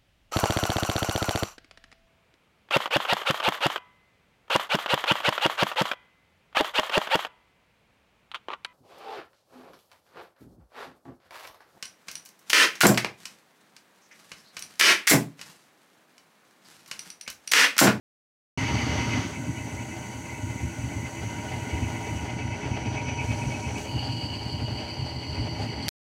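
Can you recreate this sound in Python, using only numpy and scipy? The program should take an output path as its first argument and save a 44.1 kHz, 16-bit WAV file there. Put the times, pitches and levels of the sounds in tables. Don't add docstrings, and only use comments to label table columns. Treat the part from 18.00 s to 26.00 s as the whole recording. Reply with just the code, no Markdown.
import sys
import numpy as np
from scipy import signal
from scipy.fft import rfft, irfft, next_fast_len
from scipy.io import wavfile
from scipy.ndimage import uniform_filter1d

SR = 44100
rng = np.random.default_rng(int(sys.argv[2]) if len(sys.argv) > 2 else 0)


def wrap_up_sound(samples):
    columns = np.atleast_2d(samples).T
    tamed = np.clip(columns, -1, 1)
    steps = np.round(tamed * 32767).astype(np.int16)
    wavfile.write(sys.argv[1], SR, steps)


N = 353020
TIME = np.arange(N) / SR
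SIZE = next_fast_len(N, True)
FREQ = np.maximum(np.arange(SIZE // 2 + 1) * SR / SIZE, 1)

SHAFT_HZ, PULL_HZ = 55.585, 120
OPENING_END_S, OPENING_FADE_S = 1.182, 0.12
TAKEOVER_S, TAKEOVER_RISE_S = 5.76, 0.21

# frequency_hz, relative_db
OPENING_SPECTRUM = [(150, -25), (260, -1), (380, 11), (560, -14), (1100, 3), (1800, -1), (3200, -2.5),
                    (3800, -7.5), (5200, -9), (6400, -1.5), (7200, -19.5), (10000, -29.5)]
RUMBLE_SPECTRUM = [(20, -41), (36, -36.5), (46, -20.5), (56, -6.5), (66, 1.5), (76, 12.5), (88, 5),
                   (108, 14), (130, 10), (155, -7), (200, -34)]
ROAR_SPECTRUM = [(120, -20), (167, -1.5), (200, -3.5), (240, 3), (310, -3.5), (370, -18), (600, -36.5)]
DRAUGHT_SPECTRUM = [(330, -3), (400, -1), (600, -2.5), (850, 1.5), (1000, -11.5), (1150, -15), (1750, -13),
                    (2700, -14), (3200, -15), (3550, -23), (5000, -22)]
JET_SPECTRUM = [(1200, -1.5), (3000, -4), (3600, -6), (4300, -5), (5300, -15), (6000, 2.5), (6500, 8.5),
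                (7200, -1), (7800, 3.5), (8500, -4.5), (9400, -2.5), (10300, -11), (11000, -30)]
JET_TOP_SPECTRUM = [(9000, -4), (10200, 1.5), (11000, 2), (11700, 5), (12600, -0.5), (14000, -2),
                    (15700, -2)]
SIZZLE_SPECTRUM = [(3900, -19), (4250, 5), (4700, -9), (5400, 0), (5950, -1), (6200, -16), (7000, -16),
                   (7600, -2), (8600, -18), (9400, -1), (9900, -24)]
CLICK_SPECTRUM = [(300, -12), (2000, 5), (4800, 9), (7000, 0), (12000, -3), (15000, -3.5)]

# time_s, relative_db
FIRE_STRENGTH = [(1.4, -37), (1.75, -38.5), (2.3, -40.5), (2.55, -40), (3.45, -37.5), (4.0, -32.5),
                 (4.6, -35), (5.35, -33), (5.9, -34.5), (6.2, -35), (6.8, -34.5), (7.15, -39.5), (7.6, -35)]
# time_s, relative_peak_db
FLAME_SURGES = [(1.719, -28), (2.443, -24.5), (2.612, -23.5), (2.801, -23.5), (2.965, -24.5), (3.224, -28),
                (3.549, -27.5), (3.734, -28), (3.837, -26), (4.42, -24.5), (4.643, -29), (4.873, -25),
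                (5.292, -24.5), (6.111, -20.5), (7.4, -22.5), (7.6, -23.5)]
# shaft_multiple, rms_db
SHAFT_HARMONICS = [(3, -52.5), (5, -54), (6, -50), (7, -60), (8, -67.5), (9, -64), (10, -61.5), (11, -58.5),
                   (15, -61), (16, -59.5), (19, -68), (20, -75)]
# shaft_multiple, rms_db
SIDEBANDS = [(13, -66.5), (15, -68), (16, -60.5), (17, -62.5), (18, -77.5), (19, -70.5)]
# centre_hz, width_hz, scrape_db, clean_db, throb_depth, throb_delay_s, side_db
PANEL_MODES = [(2015, 220, 3, -7, 0.069, 0, -11), (2084, 85, 1, 0, 0.55, 0.017, -9),
               (2239, 97, -2.5, -14.5, .9, -0.0089, 6.5), (2280, 82, -7, -10.5, 1.1, -0.013, 11),
               (2378, 68, -9.5, -19, 1.2, 0.011, 9.5), (2400, 77, -26, -17, 1.8, 0.0013, 15.5),
               (2551, 92, -13.5, -14.5, 1.6, -0.002, 18.5), (2610, 64, -7, -6, 0.79, 0.00041, 2)]
# time_s, relative_db
DRAUGHT_STRENGTH = [(1.4, -44.5), (2.1, -45), (2.55, -45), (3.1, -44), (3.35, -40), (4.05, -40.5),
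                    (4.3, -41.5), (5.0, -39), (5.3, -38.5), (5.85, -42.5), (6.2, -42), (6.5, -43.5),
                    (6.9, -42), (7.2, -43.5), (7.45, -41.5), (7.85, -41.5)]
# centre_hz, width_hz, gain_db
CABINET_RESPONSE = [(363, 38, -11.5), (415, 24, 8.5), (507, 82, -5.5), (600, 50, 6), (686, 38, -6),
                    (790, 87, 1.5), (942, 56, -16)]
# centre_hz, width_hz
WHISTLE_MODES = [(1480, 140), (2930, 190), (4560, 420), (5950, 420)]
# centre_hz, width_hz, gain_db
COMPANION_MODES = [(3150, 130, -15.5), (3270, 84, -13.5), (7760, 920, -24.5), (9630, 980, -32)]
# time_s, relative_db
JET_TRANSMISSION = [(0.6, -65), (4.15, -64), (4.37, -72.5), (5.15, -75.5), (5.27, -65.5), (5.75, -68.5),
                    (5.79, -62), (6.03, -68), (7.8, -73.5)]
# centre_s, half_width_s, rise_db
JET_SPITS = [(5.812, 0.069, 2.5), (7.63, .06, 13)]
# start_s, relative_db
DRY_CLICKS = [(5.249, -39), (5.782, -31), (7.862, -36), (7.883, -12.5), (7.889, -11)]
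# time_s, side_share
LISTENER_SHIFT = [(3.3, 0.12), (4.25, 0.28), (4.6, 0.3), (5.0, 0.95), (6.2, 0.82), (6.6, .55), (7.8, 0.2)]
# usual_db, control_share, opening_db, side_db, step_db, trend_db_per_s
RUMBLE_RULE = (-39, 1, 9.5, 2, 1.5, 0)
ROAR_RULE = (-40.5, 0.64, 9.5, -1, 0, -0.5)
BLADE_RULE = (-49, 1.07, 9, 1.5, -0.5, -1.5)
WHINE_RULE = (-45.5, 0.54, 9, 3.5, -11, 3.3)
DRAUGHT_RULE = (-44.5, 1.19, 8, 1, 1, 0)
WHISTLE_RULES = [(-52.5, 0.6, 3, -5, -7.5, 0), (-54, 1.2, 12, 0, 13, -4.5), (-61, .6, 15, 3, 17.5, -.5),
                 (-55.5, 0.26, 8.3, 6.5, -13, 5)]
HISS_RULE = (-51.5, 0.6, -0.5, 0.5, -4.5, -4.5)


def from_db(db):
    return 10 ** (np.asarray(db) / 20)


def unit_rms(x):
    return x / np.sqrt(np.mean(x ** 2) + 1e-20)


def curve(points):
    return np.interp(TIME, *np.transpose(points))


def swing(points):
    db = curve(points)
    return db - db.mean()


def colour(points):
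    hz, db = np.transpose(points)
    skirts = np.minimum(FREQ / hz[0], 1) * np.minimum(hz[-1] / FREQ, 1)
    return from_db(np.interp(np.log(FREQ), np.log(hz), db)) * skirts ** 4


def resonance(hz, width_hz):
    return 1 / (1 + (2 * (FREQ - hz) / width_hz) ** 2)


def noise(response):
    spectrum = rfft(rng.standard_normal(SIZE)) * response
    return unit_rms(irfft(spectrum, SIZE)[:N])


def drift(corner_hz, count=4096):
    hz = np.arange(count // 2 + 1) * SR / N
    slow = irfft(rfft(rng.standard_normal(count)) / (1 + (hz / corner_hz) ** 2))
    return np.interp(np.arange(N) * count / N, np.arange(count), unit_rms(slow))


def evened(x, span_s):
    return x / np.sqrt(uniform_filter1d(x ** 2, int(span_s * SR)) + 1e-9)


def tone(cycles, rms_db):
    return np.sqrt(2) * from_db(rms_db) * np.sin(2 * np.pi * (cycles + rng.random()))


def level(rule, control_db):
    usual_db, share, opening_db, side_db, step_db, trend_db_per_s = rule
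    side = curve(LISTENER_SHIFT)
    opening = 1 - np.clip((TIME - OPENING_END_S) / OPENING_FADE_S, 0, 1)
    takeover = np.clip((TIME - TAKEOVER_S) / TAKEOVER_RISE_S, 0, 1)
    late_db = step_db + trend_db_per_s * (TIME - TAKEOVER_S)
    return usual_db + share * control_db + opening_db * opening + side_db * side + late_db * takeover


def opening_noise(level_db=-37, fade_s=(1.2, 1.414)):
    return noise(colour(OPENING_SPECTRUM)) * from_db(level_db) * np.interp(TIME, fade_s, [1, 0])


def flames(rumble_surge_db=-5.5, roar_surge_db=-15, flutter_hz=14, lowest_hz=36):
    fire_db, surge = swing(FIRE_STRENGTH), surge_envelope()
    rumble_db = level(RUMBLE_RULE, fire_db) + 2.5 * drift(flutter_hz)
    roar_db = level(ROAR_RULE, fire_db) + 1.5 * drift(flutter_hz)
    rumble_gain = np.hypot(from_db(rumble_db), surge * from_db(rumble_surge_db))
    roar_gain = np.hypot(from_db(roar_db), surge * from_db(roar_surge_db))
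    rumble = evened(noise(colour(RUMBLE_SPECTRUM)), span_s=0.055) * rumble_gain
    roar = evened(noise(colour(ROAR_SPECTRUM)), span_s=0.14) * roar_gain
    shared_flutter = from_db(2.5 * drift(25))
    high_pass = signal.butter(4, lowest_hz, "high", fs=SR, output="sos")
    return signal.sosfilt(high_pass, (rumble + roar) * shared_flutter)


def surge_envelope(attack_s=0.021, hold_s=0.018, release_s=0.098):
    corners_s = [-attack_s, 0, hold_s, hold_s + release_s]
    return sum(from_db(db) * np.interp(TIME - s, corners_s, [0, 1, 1, 0]) for s, db in FLAME_SURGES)


def fan(turns, blade_db, blade_count=17, mains_db=-50, waver_db=3, jitter_cycles=0.067):
    pulls = PULL_HZ * TIME
    hum = sum(tone(k * turns, db + waver_db * drift(9.9)) for k, db in SHAFT_HARMONICS)
    buzz = sum(tone(k * turns + pulls, db + waver_db * drift(3.6)) for k, db in SIDEBANDS)
    blades = tone(blade_count * turns + jitter_cycles * drift(25), blade_db + waver_db * drift(22))
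    return hum + buzz + blades + tone(pulls, mains_db)


def motor_whine(turns, level_db, jitter_cycles=0.1, swell_db=1.8, scrape_throb_share=0.4):
    side = curve(LISTENER_SHIFT)
    whine = 0
    for hz, width_hz, scrape_db, clean_db, depth, delay_s, side_db in PANEL_MODES:
        cycles = round(hz / SHAFT_HZ) * turns + jitter_cycles * drift(10)
        clean = tone(cycles, clean_db - 0.5 * drift(7)) * throb(depth, delay_s)
        scrape = noise(resonance(hz, width_hz)) * from_db(scrape_db)
        scrape *= throb(scrape_throb_share * depth, delay_s)
        whine += (clean + scrape) * from_db(side_db * side)
    return evened(whine, span_s=0.51) * from_db(level_db + swell_db * drift(11))


def throb(depth, delay_s=0):
    beat_hz = PULL_HZ - 2 * SHAFT_HZ
    return unit_rms(np.exp(depth * np.cos(2 * np.pi * beat_hz * (TIME - delay_s))))


def draught(level_db, flutter_db=2.5):
    hollows = from_db(sum(db * resonance(hz, width_hz) for hz, width_hz, db in CABINET_RESPONSE))
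    return noise(colour(DRAUGHT_SPECTRUM) * hollows) * from_db(level_db + flutter_db * drift(22))


def whistles(flow_db, waver_db=1.5, flare_s=7.825, flare_db=12, flare_decay_s=0.035):
    responses = [resonance(hz, width_hz) for hz, width_hz in WHISTLE_MODES]
    third_hz, third_width_hz = WHISTLE_MODES[2]
    responses[2] /= 1 + ((FREQ - third_hz) / third_width_hz) ** 4 / 10
    responses[2] += sum(from_db(db) * resonance(hz, width_hz) for hz, width_hz, db in COMPANION_MODES)
    first, second, third, fourth = [
        noise(response) * from_db(level(rule, flow_db) + waver_db * drift(16))
        for response, rule in zip(responses, WHISTLE_RULES)]
    flare = from_db(flare_db * decay(flare_s, flare_decay_s))
    return first + second * throb(depth=0.18) + third * flare + fourth


def decay(start_s, decay_s):
    return (TIME >= start_s) * np.exp(-np.abs(TIME - start_s) / decay_s)


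def gas_jets(top_gain_db=1.5, top_spit_share=0.4):
    spit_db = sum(db * np.exp(-((TIME - s) / half_width_s) ** 2) for s, half_width_s, db in JET_SPITS)
    hiss_db = level(HISS_RULE, swing(JET_TRANSMISSION)) + spit_db
    top_db = curve(JET_TRANSMISSION) + top_gain_db + top_spit_share * spit_db
    hiss = noise(colour(JET_SPECTRUM)) * from_db(hiss_db)
    return hiss + noise(colour(JET_TOP_SPECTRUM)) * from_db(top_db)


def sizzle(start_s=5.22, end_s=5.86, ramp_s=0.042, level_db=-54.5):
    return noise(colour(SIZZLE_SPECTRUM)) * gate(start_s, end_s, ramp_s) * from_db(level_db)


def gate(start_s, end_s, ramp_s):
    return np.clip(np.minimum(TIME - start_s, end_s - TIME) / ramp_s, 0, 1)


def clicks(decay_s=0.0014, gain_db=-6):
    bursts = sum(from_db(db) * decay(s, decay_s) for s, db in DRY_CLICKS)
    return noise(colour(CLICK_SPECTRUM)) * bursts * from_db(gain_db)


def scene():
    flow_db = swing(DRAUGHT_STRENGTH)
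    turns = SHAFT_HZ * TIME + 0.015 * drift(0.28)
    machine = fan(turns, level(BLADE_RULE, flow_db)) + motor_whine(turns, level(WHINE_RULE, flow_db))
    air = draught(level(DRAUGHT_RULE, flow_db)) + whistles(flow_db)
    return (opening_noise() + flames() + machine + air + gas_jets() + sizzle() + clicks())[None]


def record(dry, start_s=0.5745, stop_s=7.8905, cutoff_hz=15800):
    low_pass = signal.ellip(10, 0.1, 90, cutoff_hz, fs=SR, output="sos")
    return signal.sosfilt(low_pass, dry * gate(start_s, stop_s, ramp_s=0.001))


dry = scene()
out = record(dry)
wrap_up_sound(out)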